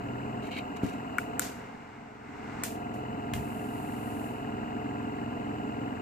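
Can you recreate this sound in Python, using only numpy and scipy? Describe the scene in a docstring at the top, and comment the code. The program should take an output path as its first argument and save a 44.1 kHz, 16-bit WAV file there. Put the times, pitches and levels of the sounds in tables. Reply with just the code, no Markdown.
"""A small piston compressor throbs to the left: knocks ring its casing and air puffs through its valves.
Beside it a hand gas torch is picked up, unlatched, lit with a snap, burns for a second, clicks off
and is set down; a thin hiss follows. Soon after the lighting, compressor and flame sink, then recover.
Struck parts are sums of dying tones; air, gas and rubbing are coloured noise shaped in time."""
import sys
import numpy as np
from scipy import signal
from scipy.fft import rfft, irfft, next_fast_len
from scipy.io import wavfile
from scipy.ndimage import uniform_filter1d

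SR = 44100
rng = np.random.default_rng(int(sys.argv[2]) if len(sys.argv) > 2 else 0)


def generate_wav(sig):
    """Save sig (samples, or channels by samples) to the path in sys.argv[1] as 16-bit PCM at SR."""
    pcm = np.round(np.clip(np.atleast_2d(sig).T, -1, 1) * 32767).astype(np.int16)
    wavfile.write(sys.argv[1], SR, pcm)


N = 265305
T = np.arange(N) / SR  # time (s)

# colour of the gas jet, also lent to the rustle of handling: f/Hz, level per Hz/dB
JET = [(1000, 3), (1500, 9.5), (2900, 1), (3900, 4), (5500, 2.5), (7200, 7), (9500, -3.5), (13000, -0.5),
       (14500, -11)]


def compressor():
    """Knocks, hum, valve puffs and rushing air are timed by one shaft; the motor whines above them."""
    # colour of the steady air hiss: f/Hz, level per Hz/dB
    air_colour = [(1500, -8.5), (3200, -1), (4000, 5.5), (5800, -4.5), (7450, 5.5), (8200, 1.5),
                  (10200, -43.5), (12300, -1.5), (14500, -9.5)]
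    # level of the low throb over time: t/s, level/dB
    throb_level = [(0, 0), (.44, 0), (.52, -5), (1.4, -4.5), (2.3, 0.5), (6, -0.5)]
    knock_db, swell_db_per_s = -43, 0.5  # the knocks grow a little louder as it runs
    rush_db, compressor_db = -42.5, 2.78

    turn = shaft()
    knocks = casing(turn)
    body = knocks + undb(-14) * room(knocks, t60=.15)
    swelling_knocks = undb(knock_db + swell_db_per_s * T) * body
    throb = (swelling_knocks + shaft_hum(turn)) * undb(np.interp(T, *np.transpose(throb_level)))
    hiss = pan(undb(-66.5) * noise(air_colour), db=3)
    airflow = motor_whine() + valve_puffs(turn) + undb(rush_db) * rush(turn, knocks) + hiss
    return undb(compressor_db) * (throb + airflow) * sink()


def shaft():
    """Turns made so far: steady running, with the shaft falling behind or gaining as its load changes."""
    # the shaft falls behind, roughly keeps pace, then gains: t/s, turns ahead of steady running
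    shaft_lead = [(0.0, 0.017), (0.06, -0.079), (0.2, -0.193), (0.44, -0.322), (0.58, -0.3), (1.28, -0.34),
                  (1.43, -0.308), (1.9, -0.344), (2.13, -0.388), (2.78, -0.306), (3.11, -0.368),
                  (3.8, -0.348), (3.95, -0.326), (4.17, -0.239), (4.59, -0.206), (4.82, -0.149),
                  (5.29, -0.088), (6.01, 0.079)]
    turns_per_s, wobble_turns = 21.45, 0.0043
    times, lead = np.transpose(shaft_lead)
    drift = uniform_filter1d(np.interp(T, times, lead), size=2048)
    return turns_per_s * T + drift + wobble_turns * walk(8)


def casing(turn, scatter_db=.9, turn_db=.6):
    """Piston and valve knocks, never quite even, ring the casing."""
    # knocks within one turn: place in the turn (0-1), level/dB
    knock_places = [(.087, 0), (.172, .5), (.642, -5), (.792, 3), (.997, -6)]
    # casing resonances: f/Hz, width/Hz, level/dB
    casing_modes = [(123.44, 9.1, 9.5), (228, 74, 1.5), (281, 9.8, -8), (301.7, 10, -3), (393, 80, -22),
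                    (694, 120, -3.5), (800, 73, -20)]
    place, db = np.transpose(knock_places)
    turns = np.arange(int(turn[-1]) + 1)
    places = (turns[:, None] + place).ravel()
    chance = rng.standard_normal((len(places), 2))
    jitter_s = .00008 * chance[:, 0]
    times = np.interp(places, turn, T, right=T[-1] + 1) + jitter_s
    load_db = turn_db * rng.standard_normal((len(turns), 1))
    sizes = undb((db + load_db).ravel() + scatter_db * chance[:, 1])
    kicks = np.bincount((np.maximum(times, 0) * SR).astype(int), sizes, N)[:N]
    # rubber feet take out the lowest bass; the soft contact takes out the treble
    kicks = resonate(-kicks, 177, 390)
    return unit(sum(undb(db) * resonate(kicks, hz, width) for hz, width, db in casing_modes))


def shaft_hum(turn):
    """Multiples of the turn rate; higher ones waver more, the lowest reach the bench with lags of their own."""
    # steady hum: multiple of the turn rate, level/dB
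    hum_orders = [(2, -62.5), (3, -61.5), (4, -58), (5, -72), (6, -54.5), (8, -63), (12, -62.5), (14, -58),
                  (18, -59.5), (20, -51.5)]
    hum = 0
    for k, db in hum_orders:
        lag_turns = rng.random() if k < 6 else 0
        waver_db = min(k / 5, 1.5) * walk(5)
        tone = np.sqrt(2) * np.cos(2 * np.pi * (k * turn + lag_turns))
        hum = hum + undb(db + waver_db) * tone
    return hum


def valve_puffs(turn):
    """Bands of noise swell and fade at set places in every turn as air passes the valves."""
    # puffs within one turn: place in the turn (0-1), length/turns, f/Hz, width of each filter/Hz, level/dB
    puff_places = [(.11, .026, 1904, 450, -52.5), (.19, 0.12, 712, 130, -52), (.25, 0.078, 990, 250, -48),
                   (.25, 0.037, 1985, 700, -50.5), (.34, .05, 435, 150, -51), (.37, 0.086, 2816, 400, -59),
                   (.48, 0.046, 2547, 260, -58), (.76, 0.089, 470, 170, -48), (.76, 0.026, 2700, 300, -58),
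                   (.86, 0.098, 2794, 450, -57.5)]
    puffs = 0
    breeze = noise([(100, 42.5), (2900, -22.0), (3300, -34.0)])
    for place, length, hz, width, db in puff_places:
        distance = (turn - place + .5) % 1 - .5
        gate = np.exp(-.5 * (distance / length) ** 2)
        air = steady(resonate(resonate(breeze, hz, width), hz, width))
        # the higher puffs are more directional
        puffs = puffs + pan(undb(db) * gate * air, db=9.4 * min(hz / 2000, 1) ** 2)
    return puffs


def steady(x):
    """Even out the strength of a noise, so that every puff is about as strong as the last."""
    average_s = .008
    power = uniform_filter1d(np.mean(x ** 2, axis=0), size=int(average_s * SR))
    return x / np.sqrt(power)


def rush(turn, knocks, size=16384):
    """Pumped air and small rattles: a part repeats with every turn, and all surges with the knocks."""
    # colour of the pumped air and cooling fan: f/Hz, level per Hz/dB
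    rush_colour = [(25, -30.5), (90, -7.5), (200, -1.5), (275, 4.5), (350, -10.5), (420, -5), (510, -7.5),
                   (570, -15.5), (710, -4), (790, -6.5), (950, -7), (1150, -13), (1420, -11), (1520, -19),
                   (1620, -11), (1760, -25.5), (2100, -17), (2350, -34), (2580, -23), (2950, -22.5),
                   (3200, -44), (4500, -88)]
    hz, db = np.transpose(rush_colour)
    orders_hz = np.arange(1, size // 2) * turn[-1] / T[-1]
    gains = undb(np.interp(np.log(orders_hz), np.log(hz), db))
    gains = gains * (orders_hz > 450)  # no repeating part in the bass
    random_phases = np.exp(2j * np.pi * rng.random(len(gains)))
    one_turn = irfft(np.append(0, gains * random_phases), size)
    rattle = np.interp(turn, np.arange(size) / size, one_turn, period=1)
    knock_strength = np.sqrt(np.abs(uniform_filter1d(knocks ** 2, size=300)))
    surge = unit(1 + 0.054 * knock_strength)
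    return surge * (undb(-17.0) * unit(rattle) + noise(rush_colour))


def motor_whine():
    """Thin tones, mostly of the motor, each wandering a little in pitch and loudness."""
    # thin tones, mostly of the motor; the one at 428 Hz sits by the shaft's 20th multiple: f/Hz, level/dB
    whine_tones = [(399, -60), (428, -59), (515, -65), (612, -63), (663, -63), (701, -53), (722, -57),
                   (740, -60), (772, -66), (843, -61), (900, -64), (955, -62), (1409, -58), (2590, -71),
                   (2826, -67)]
    whine = 0
    for hz, db in whine_tones:
        phase = 2 * np.pi * np.cumsum(hz * (1 + 0.00388 * walk(14))) / SR
        whine = whine + undb(db + 2.5 * walk(6)) * np.sqrt(2) * np.sin(phase)
    return whine


def sink():
    """Gain that eases down for most of a second and comes back."""
    from_s, until_s, depth_db = 1.417, 2.207, -12.5
    fall_s, recover_s = 0.26, 0.33  # time constants
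    down = 1 - np.exp(-np.maximum(np.minimum(T, until_s) - from_s, 0) / fall_s)
    back = np.exp(-np.maximum(T - until_s, 0) / recover_s)
    return undb(depth_db * down * back)


def clicks(crack_t60=0.0056, wash_t60=0.31, wash_db=-12):
    """Latch, igniter and trigger: a bright crack and a short ring of the shell, both washed out by the room."""
    # clicks of the torch: t/s, shell ring/dB, its tilt/dB per octave, contact/s, crack/dB, room/dB,
    # left minus right/dB
    click_events = [(1.1834, -4, -3, .0007, -21.5, -11, 5), (1.3946, -12, -13, .0004, -6, -24, 4),
                    (1.399, -32, 0, .0004, -22, -8, 1), (2.6359, -25, 1, .0003, -12, -10, 5),
                    (2.6385, -36, 0, .0003, -19, -12, 2), (2.94, -61, 0, .0003, -45, 3, -1),
                    (3.3362, -50, 0, .0003, -24, -3, 5)]
    # modes of its plastic shell: f/Hz, t60/s, level/dB
    shell_modes = [(1130, .008, -25), (1450, 0.015, -3.5), (1620, .014, -16), (1910, 0.016, -11.5),
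                   (2243, 0.02, -11), (2530, 0.017, -26), (2830, .02, -25)]
    # colour of the crack of each contact: f/Hz, level per Hz/dB
    crack_colour = [(700, -38), (1150, -10), (1500, 12), (2800, -1.5), (3600, -4), (5500, -1.5),
                    (7400, 12.5), (9500, 4), (13000, 5.5), (15000, 8.5)]
    # colour of the room wash after a crack: f/Hz, level per Hz/dB
    wash_colour = [(700, -22), (1500, 5), (2800, 1.5), (5500, 1.5), (7400, 6.5), (9500, 2.5), (12300, -1),
                   (15000, 8)]
    attack_s = .0006
    direct, wash, rings = 0, 0, 0
    crack, diffuse = noise(crack_colour), noise(wash_colour)
    for start, shell_db, tilt_db, contact_s, crack_db, room_db, pan_db in click_events:
        # the tilt sets how strongly the higher modes ring
        modes = [(hz, t60, db + tilt_db * np.log2(hz / shell_modes[0][0])) for hz, t60, db in shell_modes]
        # the small shell radiates no bass
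        shell = undb(shell_db) * highpass(ring(modes, start, contact_s), 950)
        snap = undb(crack_db) * .5 * crack * envelope(start, start + attack_s, attack_s, crack_t60)
        direct = direct + pan(shell + snap, pan_db)
        wash = wash + undb(crack_db + room_db + wash_db) * fade(start, wash_t60)
        rings = rings + undb(room_db) * shell
    return direct + wash * diffuse + undb(-9) * room(rings, t60=.12)


def clacks():
    """The hard foot of the torch is knocked in handling, then meets the bench and chatters to rest."""
    # clacks of the foot on the bench and of the hand's grip: t/s, level/dB, left minus right/dB
    clack_events = [(.7662, -49, 4), (2.759, -49, 2), (3.3358, -29, 5), (3.353, -40, -2), (3.364, -46, 0)]
    # modes of the hard foot: f/Hz, t60/s, level/dB
    foot_modes = [(1740, .02, -2), (2120, .02, 0), (2420, .018, -1), (2880, .02, 0), (3200, .016, -1),
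                  (3560, .018, -14), (4140, .016, -9)]
    direct, rings = 0, 0
    for start, db, pan_db in clack_events:
        clack = undb(db) * ring(foot_modes, start, contact_s=.0004)
        direct = direct + pan(clack, pan_db)
        rings = rings + clack
    return direct + undb(-7) * room(rings, t60=.16)


def gas():
    """Gas spurts as the valve opens and shuts, the flame rushes between; later a thin hiss."""
    # gas spurts as the torch valve opens and shuts: t/s, level/dB
    spurt_events = [(1.415, -37), (2.64, -48)]
    # colour of the flame: f/Hz, level per Hz/dB
    flame_colour = [(100, 10), (400, -2), (850, 17.5), (1150, 12.5), (1500, 15.5), (1800, 8), (2100, 14),
                    (2800, -4), (3400, -5), (8000, -11.5), (11000, -34)]
    # colour of the thin hiss: f/Hz, level per Hz/dB
    hiss_colour = [(2500, -10), (4100, -6), (5800, -11), (7300, 1), (10000, -.5), (14500, -.5)]
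    attack_s, hold_s, spurt_t60 = .003, 0.006, 0.38
    flame_db, jet_db = -41.5, -72  # the flame burns over a faint jet of gas
    hiss_from_s, hiss_until_s = 3.335, 4.26
    hiss_db, hiss_swell_db_per_s = -56.5, 2  # starting level, and how it grows

    spurts = 0
    for start, db in spurt_events:
        spurts = spurts + undb(db) * envelope(start, start + attack_s + hold_s, attack_s, spurt_t60)
    flutter = undb(0.89 * walk(440))
    opens, shuts = spurt_events[0][0], spurt_events[1][0]
    burn = envelope(opens, shuts, attack_s=.2, t60=0.12) * sink()
    jet = (spurts * flutter + undb(jet_db) * burn) * noise(JET)
    flame = undb(flame_db) * burn * noise(flame_colour)
    hiss_level = undb(hiss_db + hiss_swell_db_per_s * (T - hiss_from_s))
    hiss_shape = envelope(hiss_from_s, hiss_until_s, attack_s=.01, t60=0.75)
    hiss = hiss_level * hiss_shape * noise(hiss_colour)
    return pan(jet + flame, db=1.0) + pan(hiss, db=2.0)


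def handling():
    """The torch rubs, crackles and squeaks over the mat in uneven slips and bumps the bench."""
    # rubs of hand and torch on the mat: start t/s, end t/s, release t60/s, rustle/dB, squeak/dB
    rub_events = [(.422, .478, .12, -60, -54), (.508, .585, .12, -59, -45), (.562, .59, .05, -62, -44.5),
                  (.758, .772, .07, -56, -53), (.826, .89, .4, -53, -54)]
    # squeak resonances: f/Hz, width before widening/Hz, level/dB
    squeak_modes = [(2272, 180, -4.5), (2440, 200, -12), (2803, 100, -6.5), (3100, 77, -8),
                    (3900, 170, -10.5), (4270, 230, -15)]
    # bumps on the bench: t/s, level/dB, pitch factor, decay stretch factor
    bump_events = [(0.8336, -20.5, 1.173, 2.04), (3.329, -34.5, 0.914, 5.2), (3.35, -25, 0.72, 0.46),
                   (3.375, -33, 0.667, 4.8)]
    # modes of the bench top, before pitch and stretch: f/Hz, t60/s, level/dB
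    bench_modes = [(108.3, 0.047, -4.5), (178, 0.049, -1.5), (234, 0.076, -1.5), (850, .018, -25),
                   (1160, .022, -14)]
    mat_hz = 1110  # the mat softens bumps above this

    rustle = noise(JET) * unit(1 + 0.7 * crackle(per_s=400, spread_db=14))
    slips = undb(3 * walk(400) + walk(70))
    friction = noise([(100, 0), (10000, 0)]) * slips
    squeak = 0
    for hz, width, db in squeak_modes:
        wide = 1.45 * width
        squeak = squeak + undb(db) * resonate(resonate(friction, hz, wide), hz, wide)
    squeak = unit(squeak)
    rubs = 0
    for start, end, t60, rustle_db, squeak_db in rub_events:
        rub = undb(rustle_db) * rustle + undb(squeak_db) * squeak
        rubs = rubs + envelope(start, end, attack_s=0.0053, t60=t60) * rub
    bumps = 0
    for start, db, pitch, stretch in bump_events:
        modes = [(hz * pitch, t60, level) for hz, t60, level in bench_modes]
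        bumps = bumps + undb(db) * ring(modes, start, contact_s=0.00033, stretch=stretch)
    cushion = signal.butter(2, mat_hz, fs=SR, output="sos")
    bumps = signal.sosfilt(cushion, highpass(bumps, 53))
    return rubs + bumps + undb(-8.0) * room(bumps, t60=0.21)


def crackle(per_s, spread_db):
    """Level of sparse tiny catches of uneven size, each dying away in about a millisecond."""
    catch_s = .0008  # time constant
    chance = rng.random((2, N))
    catches = (chance[0] < per_s / SR) * undb(spread_db * chance[1])
    return unit(signal.lfilter([1], [1, -np.exp(-1 / (catch_s * SR))], catches))


def room(x, t60=.3):
    """Diffuse reflections of a small workshop, different in each ear."""
    tail = rng.standard_normal((2, SR // 2)) * fade(0.0013, t60)[:SR // 2]
    tail /= np.sqrt(np.sum(tail ** 2, axis=1, keepdims=True))
    return signal.fftconvolve(np.atleast_2d(x), tail, axes=1)[:, :N]


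def ring(modes, start, contact_s, stretch=1):
    """Struck modes build up while the contact lasts, then die away."""
    age = T[:SR // 2]
    sound = 0
    for hz, t60, db in modes:
        decay = np.exp(-np.log(1000) * age / (t60 * stretch))
        sound = sound + undb(db) * np.sin(2 * np.pi * hz * age) * decay
    build_up = 1 - np.exp(-(age / contact_s) ** 2)
    return np.pad(sound * build_up, (int(start * SR), N))[:N]


def noise(colour):
    """Stereo noise of a given spectrum, its left and right alike to a degree that depends on pitch."""
    # likeness of left and right: f/Hz, likeness (0-1)
    likeness = [(100, .9), (300, 1), (600, .2), (900, .5), (1400, .25), (1800, .6), (2900, .7), (3400, .15),
                (7000, .18)]
    size = next_fast_len(N)
    log_hz = np.log(np.fft.rfftfreq(size, 1 / SR) + 1)
    db, alike = (np.interp(log_hz, np.log(np.array(p)[:, 0]), np.array(p)[:, 1]) for p in (colour, likeness))
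    alike = np.clip(alike, 0, 1)
    spectra = rfft(rng.standard_normal((2, size))) * undb(db)
    mid, side = spectra * np.sqrt([1 + alike, 1 - alike])
    return unit(irfft([mid + side, mid - side], size)[:, :N])


def walk(rate):
    """Random wandering around 0, in straight lines between 'rate' random points a second."""
    knots = rng.standard_normal(int(N / SR * rate) + 2)
    return np.interp(T * rate, np.arange(len(knots)), knots)


def envelope(start, until, attack_s, t60):
    """Attack from a start time, hold, then an exponential release."""
    release = np.exp(-np.log(1000) * np.clip((T - until) / t60, 0, 10))
    return np.clip((T - start) / attack_s, 0, 1) * release


def fade(start, t60):
    """Exponential decay from a start time, falling 60 dB in t60 seconds."""
    return (T >= start) * np.exp(-np.log(1000) * np.clip((T - start) / t60, 0, 10))


def resonate(x, hz, width_hz):
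    """One resonance with gain 1 at its centre."""
    return signal.lfilter(*signal.iirpeak(hz, hz / width_hz, fs=SR), x)


def highpass(x, hz):
    """Take out what lies below a frequency."""
    return signal.sosfilt(signal.butter(3, hz, "high", fs=SR, output="sos"), x)


def pan(x, db):
    """Tip a sound to the left by a level difference."""
    return x * undb(np.array([[db], [-db]]) / 2)


def unit(x):
    """Scale to rms 1."""
    return x / np.sqrt(np.mean(x ** 2))


def undb(db):
    """Decibels to gain."""
    return 10 ** (np.asarray(db) / 20)


def scene():
    """The compressor stands to the left, so it reaches the right side later."""
    right_lag_s = .00041
    left, right = compressor()
    pump = np.array([left, np.interp(T - right_lag_s, T, right)])
    return pump + clicks() + clacks() + handling() + gas()


def record(dry):
    """Round the sharpest peaks softly and cut the top steeply."""
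    peak_limit, top_hz = .55, 14600
    rounded = peak_limit * np.tanh(dry / peak_limit)
    return signal.sosfilt(signal.ellip(10, .2, 70, top_hz, fs=SR, output="sos"), rounded)


dry = scene()
out = record(dry)
generate_wav(out)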